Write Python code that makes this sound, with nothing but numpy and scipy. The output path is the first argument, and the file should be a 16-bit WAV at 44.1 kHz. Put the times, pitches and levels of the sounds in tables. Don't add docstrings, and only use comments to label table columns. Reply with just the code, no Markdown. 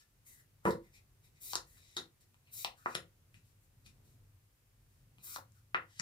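import sys
import numpy as np
from scipy import signal
from scipy.fft import rfft, irfft
from scipy.io import wavfile

SR = 44100
rng = np.random.default_rng(int(sys.argv[2]) if len(sys.argv) > 2 else 0)


def log_audio(samples):
    frames = np.atleast_2d(samples).T
    limited = np.clip(frames, -1, 1)
    pcm = np.round(limited * 32767).astype(np.int16)
    wavfile.write(sys.argv[1], SR, pcm)


N = 265041

# (frequency [Hz], density [dB per Hz])
FLOOR_SPECTRUM = [(12, -53), (20, -17.5), (43, -2), (65, -16), (88, -4.5), (138, -5.5), (177, -16),
                  (513, -23), (558, -23.5), (642, -26), (2460, -28), (3530, -31), (16000, -30)]
# (frequency [Hz], correlation [-1 to 1])
FLOOR_LIKENESS = [(30, .85), (100, .92), (250, .8), (550, .34), (1500, 0), (15000, -.05)]
# (time [s], level [dB])
HUM_LEVEL = [(0.0, -91), (0.44, -73), (1.29, -77.5), (1.66, -68), (2.19, -84.5), (2.56, -68), (2.83, -78),
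             (3.45, -66.5), (3.71, -70.5), (3.98, -70), (4.3, -67.5), (4.6, -78), (5.09, -65), (5.26, -72),
             (5.49, -64), (6.01, -72.5)]
# (frequency [Hz], density [dB per Hz])
SLIDE_SPECTRUM = [(2940, -21), (5000, -23), (5960, -6.5), (8840, -3.5), (10600, -2), (13800, 2),
                  (16000, -3.5)]
# (start [s], length [s], hiss before the skin filter and placing [dB],
# change over the stroke [dB], rasp against hiss [dB], scuff against hiss [dB],
# scuff at start [Hz], scuff at end [Hz], upper against lower scuff band [dB])
FINGER_BRUSHES = [(0.0, 0.026, -65.5, -15.5, -0.5, -4, 1690, 1780, -12),
                  (0.267, 0.087, -57.5, -6, -17.5, -18, 2123, 1925, -28),
                  (0.369, 0.037, -68, 2, -12, -9, 1800, 1800, -30),
                  (0.667, .055, -53, -9.5, -7.5, 2, 1156, 1100, -9.5),
                  (0.842, 0.056, -77.5, -15, -4, 2, 2070, 2080, -13),
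                  (0.942, 0.036, -67, -5, -2, -2.5, 2236, 2370, -21),
                  (1.242, 0.046, -67.5, -12.5, -8.5, -10.5, 2270, 2230, -4.5),
                  (1.351, .05, -85, 1, 2.5, 1.5, 2200, 2225, -9),
                  (1.67, 0.11, -67, -0.5, -14.5, -16.5, 1884, 1990, -22),
                  (1.776, 0.25, -75.5, -0.5, 2, -5, 2276, 2153, 0),
                  (2.211, .03, -69.5, -12, -5.5, -17.5, 1960, 1925, -20),
                  (2.471, .04, -87, -5, -3, 9, 2450, 2410, -2),
                  (2.773, 0.061, -70, -2.5, -8.5, -6.5, 1540, 1480, -15),
                  (2.854, 0.078, -72.5, 9, 0.5, 0, 1447, 1450, -1.5),
                  (3.353, 0.054, -78, -17, 5, 2, 2536, 2530, -19),
                  (3.448, 0.069, -78, -3.5, -6, -19, 1756, 1700, -22),
                  (3.61, 0.039, -78, 4, -18, -29, 1780, 1825, -23.5),
                  (3.861, 0.048, -73, -18, 7.5, 1.5, 2426, 2510, -11),
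                  (4.05, 0.089, -73.5, -3.5, -9, -22, 2400, 2400, -1),
                  (4.892, 0.12, -82.5, 2, -8.5, -15, 1750, 1680, -21.5),
                  (5.19, 0.031, -90, 5.5, 5, 4, 2470, 2310, 3),
                  (5.544, 0.042, -77, 2, -7.5, -8, 1540, 1390, -19.5),
                  (5.888, 0.19, -88.5, 27, 9, 0.5, 1850, 1820, -1)]
# (frequency [Hz], correlation [-1 to 1])
ROOM_LIKENESS = [(150, 0.9), (300, 1), (500, 1), (1500, 0.29), (12000, 0)]
# (frequency [Hz], decay time [s])
ROOM_DECAY = [(100, 0.23), (260, 0.27), (700, 0.22), (1800, 0.19), (5000, 0.17), (13000, 0.17)]
# (frequency [Hz], level [dB])
ROOM_COLOUR = [(100, 5), (300, 6), (800, 4), (2000, 4.5), (4500, 3), (13000, 1)]
# (time [s], bend [Hz], bend width [Hz],
# bend peak [dB], edge [Hz], edge width [Hz], edge peak [dB], air peak [dB], thud peak [dB], boom peak [dB],
# left over right [dB], slip decay [ms], share sent to the room [dB])
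CARD_SNAPS = [(0.6537, 974, 920, -19, 1900, 900, -35.5, -37.5, -20.5, -30.5, 1.5, 0.7, -1),
              (0.7083, 1050, 700, -52.5, 4240, 1500, -33.5, -43.5, -55.5, -58, 1.5, 0.96, -2),
              (1.5337, 850, 690, -29, 4000, 2600, -22.5, -65, -75, -65, 6.5, 1.8, -6),
              (1.5551, 965, 1500, -25.5, 4860, 2400, -14, -28.5, -37.5, -56, 2, 1.3, -6),
              (1.771, 1530, 700, -59, 2300, 700, -64, -73, -86.5, -73, 6, .9, -2),
              (1.968, 1115, 2000, -32.5, 3780, 840, -23, -36, -42, -59.5, 2, 1.55, 1),
              (2.3440, 858, 696, -62.5, 2200, 1200, -55.5, -60, -76.5, -79, 3, 0.96, -7),
              (2.4730, 758, 705, -74.5, 2460, 600, -57.5, -66, -77, -76.5, 3, 0.88, 1),
              (2.6475, 780, 270, -28, 2572, 2590, -15.5, -31, -84, -58.5, 3, 0.69, -5.5),
              (2.86, 955, 1060, -17, 3400, 1200, -45.5, -55, -32, -78, 1.5, 1, -5.5),
              (2.9522, 1320, 1240, -26.5, 2960, 2960, -17.5, -30.5, -33.5, -45, 2.5, 2.8, -5.5),
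              (3.3434, 1700, 900, -54.5, 2600, 1180, -52.5, -55.5, -80, -61.5, 5, 0.44, -3.7),
              (3.863, 1430, 900, -65.5, 2650, 1220, -50, -51.5, -71, -62, 8.5, 0.93, -3.7),
              (5.184, 890, 700, -59.5, 2460, 697, -52.5, -59, -66.5, -65, 1, 0.86, -6),
              (5.3613, 1030, 820, -29.5, 4270, 1502, -32.5, -47, -49, -65, 4, 2.4, -6.5),
              (5.386, 580, 346, -40, 2340, 1500, -66, -66, -49, -64.5, 4, 8.6, -12),
              (5.521, 1546, 700, -77, 5500, 1990, -63, -61, -84, -80, 12, .9, -8),
              (5.746, 1250, 1100, -14.5, 2360, 1310, -30.5, -45.5, -36.5, -51, 2, 0.82, -3.5),
              (5.998, 1760, 694, -28.5, 5480, 1590, -21.5, -64, -54, -47, 6, 3.5, -6)]
# (frequency [Hz], width [Hz], relative level [dB])
TABLE_TOP = [(103.8, 32, -20.5), (190, 60, -1), (339, 24, 5), (433, 68, 1.5), (600, 33, -16), (955, 50, 0),
             (1100, 64, -6), (1430, 83, -12), (2100, 360, -25.5)]
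# (start [s], length [s], hiss at the start before placing [dB], scuff [Hz])
CARD_DRAWS = [(1.42, 0.1, -51, 2275), (2.533, 0.089, -51, 2310), (5.239, .115, -52.5, 1343)]

LIFT_DB_PER_S = 897.5


def from_db(db):
    return 10 ** (np.asarray(db) / 20)


def rms_one(x):
    return x / np.sqrt(np.mean(x ** 2) + 1e-20)


def at_hz(points, hz):
    table_hz, values = np.transpose(points)
    return np.interp(np.log(hz), np.log(table_hz), values)


def spectrum_hz():
    return np.maximum(np.fft.rfftfreq(N, 1 / SR), 1)


def drift(rate_hz):
    step = 40
    r = np.exp(-2 * np.pi * rate_hz * step / SR)
    white = rng.standard_normal(N // step + 2002)
    slow = signal.lfilter([1], [1, -2 * r, r * r], white)[2000:]
    return np.interp(np.arange(N) / step, np.arange(len(slow)), rms_one(slow))


def resonance(x, hz, width_hz):
    r = np.exp(-np.pi * width_hz / SR)
    poles = [1, -2 * r * np.cos(2 * np.pi * hz / SR), r * r]
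    return signal.lfilter([(1 - r * r) / 2, 0, (r * r - 1) / 2], poles, x)


def filtered(x, order, hz, kind="low"):
    return signal.sosfilt(signal.butter(order, hz, kind, fs=SR, output="sos"), x)


def low_pass(x, hz):
    return filtered(x, 4, hz)


def two_ears(mid, side, alike):
    return np.sqrt(1 + alike) * mid + np.sqrt(1 - alike) * side * [[1], [-1]]


def placed(x, pan_db):
    right_lag_s = .00022
    late = np.pad(x, (round(right_lag_s * SR), 0))[:len(x)]
    return np.array([x * from_db(pan_db / 2), late * from_db(-pan_db / 2)])


def envelope_db(start_s, length_s, rise_db_per_s, slope_db_per_s, fall_db_per_s):
    t = np.arange(N) / SR - start_s
    held = np.clip(t, 0, length_s)
    rise = rise_db_per_s * np.minimum(t, 0)
    fall = fall_db_per_s * np.maximum(t - length_s, 0)
    return rise + slope_db_per_s * held - fall, held


def floor():
    floor_db, deep_db = -70.5, -81.5
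    hz = spectrum_hz()
    mid, side = rfft(rng.standard_normal((2, N))) * from_db(at_hz(FLOOR_SPECTRUM, hz))
    noise = rms_one(irfft(two_ears(mid, side, at_hz(FLOOR_LIKENESS, hz)), N))

    rumble = signal.lfilter([.08], [1, -.92], noise)
    swell = from_db(2.5 * drift(0.77))
    background = from_db(floor_db) * (noise + rumble * (swell - 1))

    hum_times, hum_levels = np.transpose(HUM_LEVEL)
    hum_db = np.interp(np.arange(N) / SR, hum_times, hum_levels)
    hum = rms_one(resonance(resonance(rng.standard_normal(N), 98, 29), 98, 50))

    deep = rms_one(resonance(resonance(rng.standard_normal(N), 47, 17), 50, 40))
    deep_waver_db = 5 * drift(1.5)
    total = background + from_db(hum_db) * hum + from_db(deep_db + deep_waver_db) * deep
    return total * from_db([[.4], [-.4]])


def paper_friction():
    rasp_hz, rasp_width_hz, scuff_width_hz = 4000, 6800, 180
    grain = rng.standard_normal((3, N)) * from_db(1.5 * drift(60))
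    shaped = rfft(grain[0]) * from_db(at_hz(SLIDE_SPECTRUM, spectrum_hz()))
    hiss = rms_one(irfft(shaped, N))
    rasp = rms_one(resonance(resonance(grain[1], rasp_hz, rasp_width_hz), rasp_hz, rasp_width_hz))
    pole = np.exp(-2 * np.pi * scuff_width_hz / SR)
    slow = rms_one(signal.lfilter([1], [1, -pole], low_pass(grain[2], 350)))
    return hiss, rasp, slow


def scuff(slow, hz, upper_db):
    phase = 2 * np.pi * np.cumsum(hz) / SR
    return slow * np.sqrt(2) * (np.cos(phase) + from_db(upper_db) * np.cos(1.7 * phase))


def brushes(hiss, rasp, slow):
    rise_db_per_s = 849
    skin = filtered(hiss, 1, 9200)
    out = np.zeros(N)
    for start, length, hiss_db, change_db, rasp_db, scuff_db, hz, end_hz, upper_db in FINGER_BRUSHES:
        db, held = envelope_db(start, length, rise_db_per_s, change_db / length, LIFT_DB_PER_S)
        gliding_hz = hz + (end_hz - hz) * held / length
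        friction = skin + from_db(rasp_db) * rasp
        friction = friction + from_db(scuff_db) * scuff(slow, gliding_hz, upper_db)
        out += from_db(hiss_db + db) * friction
    return out


def room(x):
    t = np.arange(SR // 2) / SR
    tail = 0
    edges = 70 * 2 ** np.arange(0, 8.1, .5)
    white = rng.standard_normal((2, len(t)))
    for low, high in zip(edges, edges[1:]):
        hz = np.sqrt(low * high)
        mid, side = filtered(white, 2, [low, high], "band")
        band = two_ears(mid, side, at_hz(ROOM_LIKENESS, hz))
        tail = tail + band * from_db(at_hz(ROOM_COLOUR, hz) - 60 * t / at_hz(ROOM_DECAY, hz))
    tail = tail * np.clip((t - .0017) / .002 + 0.1, .3, 1)
    tail = tail / np.sqrt(np.sum(tail ** 2) / 2)
    return signal.fftconvolve(x, tail, axes=1)[:, :N]


def snaps():
    size, release_s = 4096, .006
    near, far = np.zeros((2, N + size)), np.zeros((2, N + size))
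    t = np.arange(size) / SR
    for row, noise in zip(CARD_SNAPS, rng.standard_normal((len(CARD_SNAPS), size))):
        (s, bend_hz, bend_width, bend_db, edge_hz, edge_width, edge_db,
         air_db, thud_db, boom_db, pan_db, slip_ms, room_db) = row
        slip = noise * np.exp(-np.abs(t - release_s) * 1000 / slip_ms)
        click = t == round(release_s * SR) / SR
        contact = 0.044 * slip + click

        bend = resonance(resonance(contact, bend_hz, bend_width), bend_hz, 2000)
        edge = resonance(resonance(contact, edge_hz, edge_width), edge_hz, 4600)
        parts = [(bend_db, low_pass(bend, 2.07 * bend_hz)),
                 (edge_db, -low_pass(edge, 3.4 * edge_hz)),
                 (air_db, filtered(contact + .15 * slip, 2, [6000, 12000], "band")),
                 (thud_db, low_pass(resonance(contact, 350, 340), 740)),
                 (boom_db, low_pass(resonance(contact, 180, 32), 360))]
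        mixed = sum(from_db(db) * part / np.abs(part).max() for db, part in parts)
        snap = placed(mixed, pan_db)
        at = round((s - release_s) * SR)
        near[:, at:at + size] += snap
        far[:, at:at + size] += from_db(room_db) * snap
    return near[:, :N], far[:, :N]


def pack():
    start_s, length_s, start_db = .654, 0.0568, -27.5
    edge_db_per_s, sag_db_per_s = 9016, -130
    level_db, _ = envelope_db(start_s, length_s, edge_db_per_s, sag_db_per_s, edge_db_per_s)
    landing = rng.standard_normal(N) * from_db(2.0 * drift(90))
    top = np.zeros(N)
    for k, (hz, width_hz, db) in enumerate(TABLE_TOP):
        top += (-1) ** k * from_db(db) * resonance(landing, hz, width_hz)
    return from_db(start_db + level_db) * rms_one(low_pass(top, 2500))


def draws(hiss, rasp, slow):
    rise_db_per_s, swell_db_per_s = 1100, 5.5
    rasp_db, rasp_db_per_s = -12.5, 91
    scuff_db, scuff_db_per_s = -23.5, 72
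    thin_rasp = filtered(rasp, 3, 3400, "high")
    out = np.zeros(N)
    for start, length, hiss_db, hz in CARD_DRAWS:
        db, held = envelope_db(start, length, rise_db_per_s, swell_db_per_s, LIFT_DB_PER_S)
        friction = hiss + from_db(rasp_db + rasp_db_per_s * held) * thin_rasp
        bands = scuff(slow, np.full(N, hz), upper_db=1.0)
        friction = friction + from_db(scuff_db + scuff_db_per_s * held) * bands
        out += from_db(hiss_db + db) * friction
    return out


def scene():
    background = floor()
    friction = paper_friction()
    strokes = placed(brushes(*friction) + draws(*friction), pan_db=3.0)
    near, far = snaps()
    rattle = placed(pack(), pan_db=-1.0)
    into_room = strokes + far + from_db(-8.5) * rattle
    return strokes + rattle + near + from_db(3.5) * room(into_room) + background


def record(dry):
    return signal.sosfilt(signal.cheby2(14, 70, 15950 * 1.03, fs=SR, output="sos"), dry)


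dry = scene()
out = record(dry)
log_audio(out)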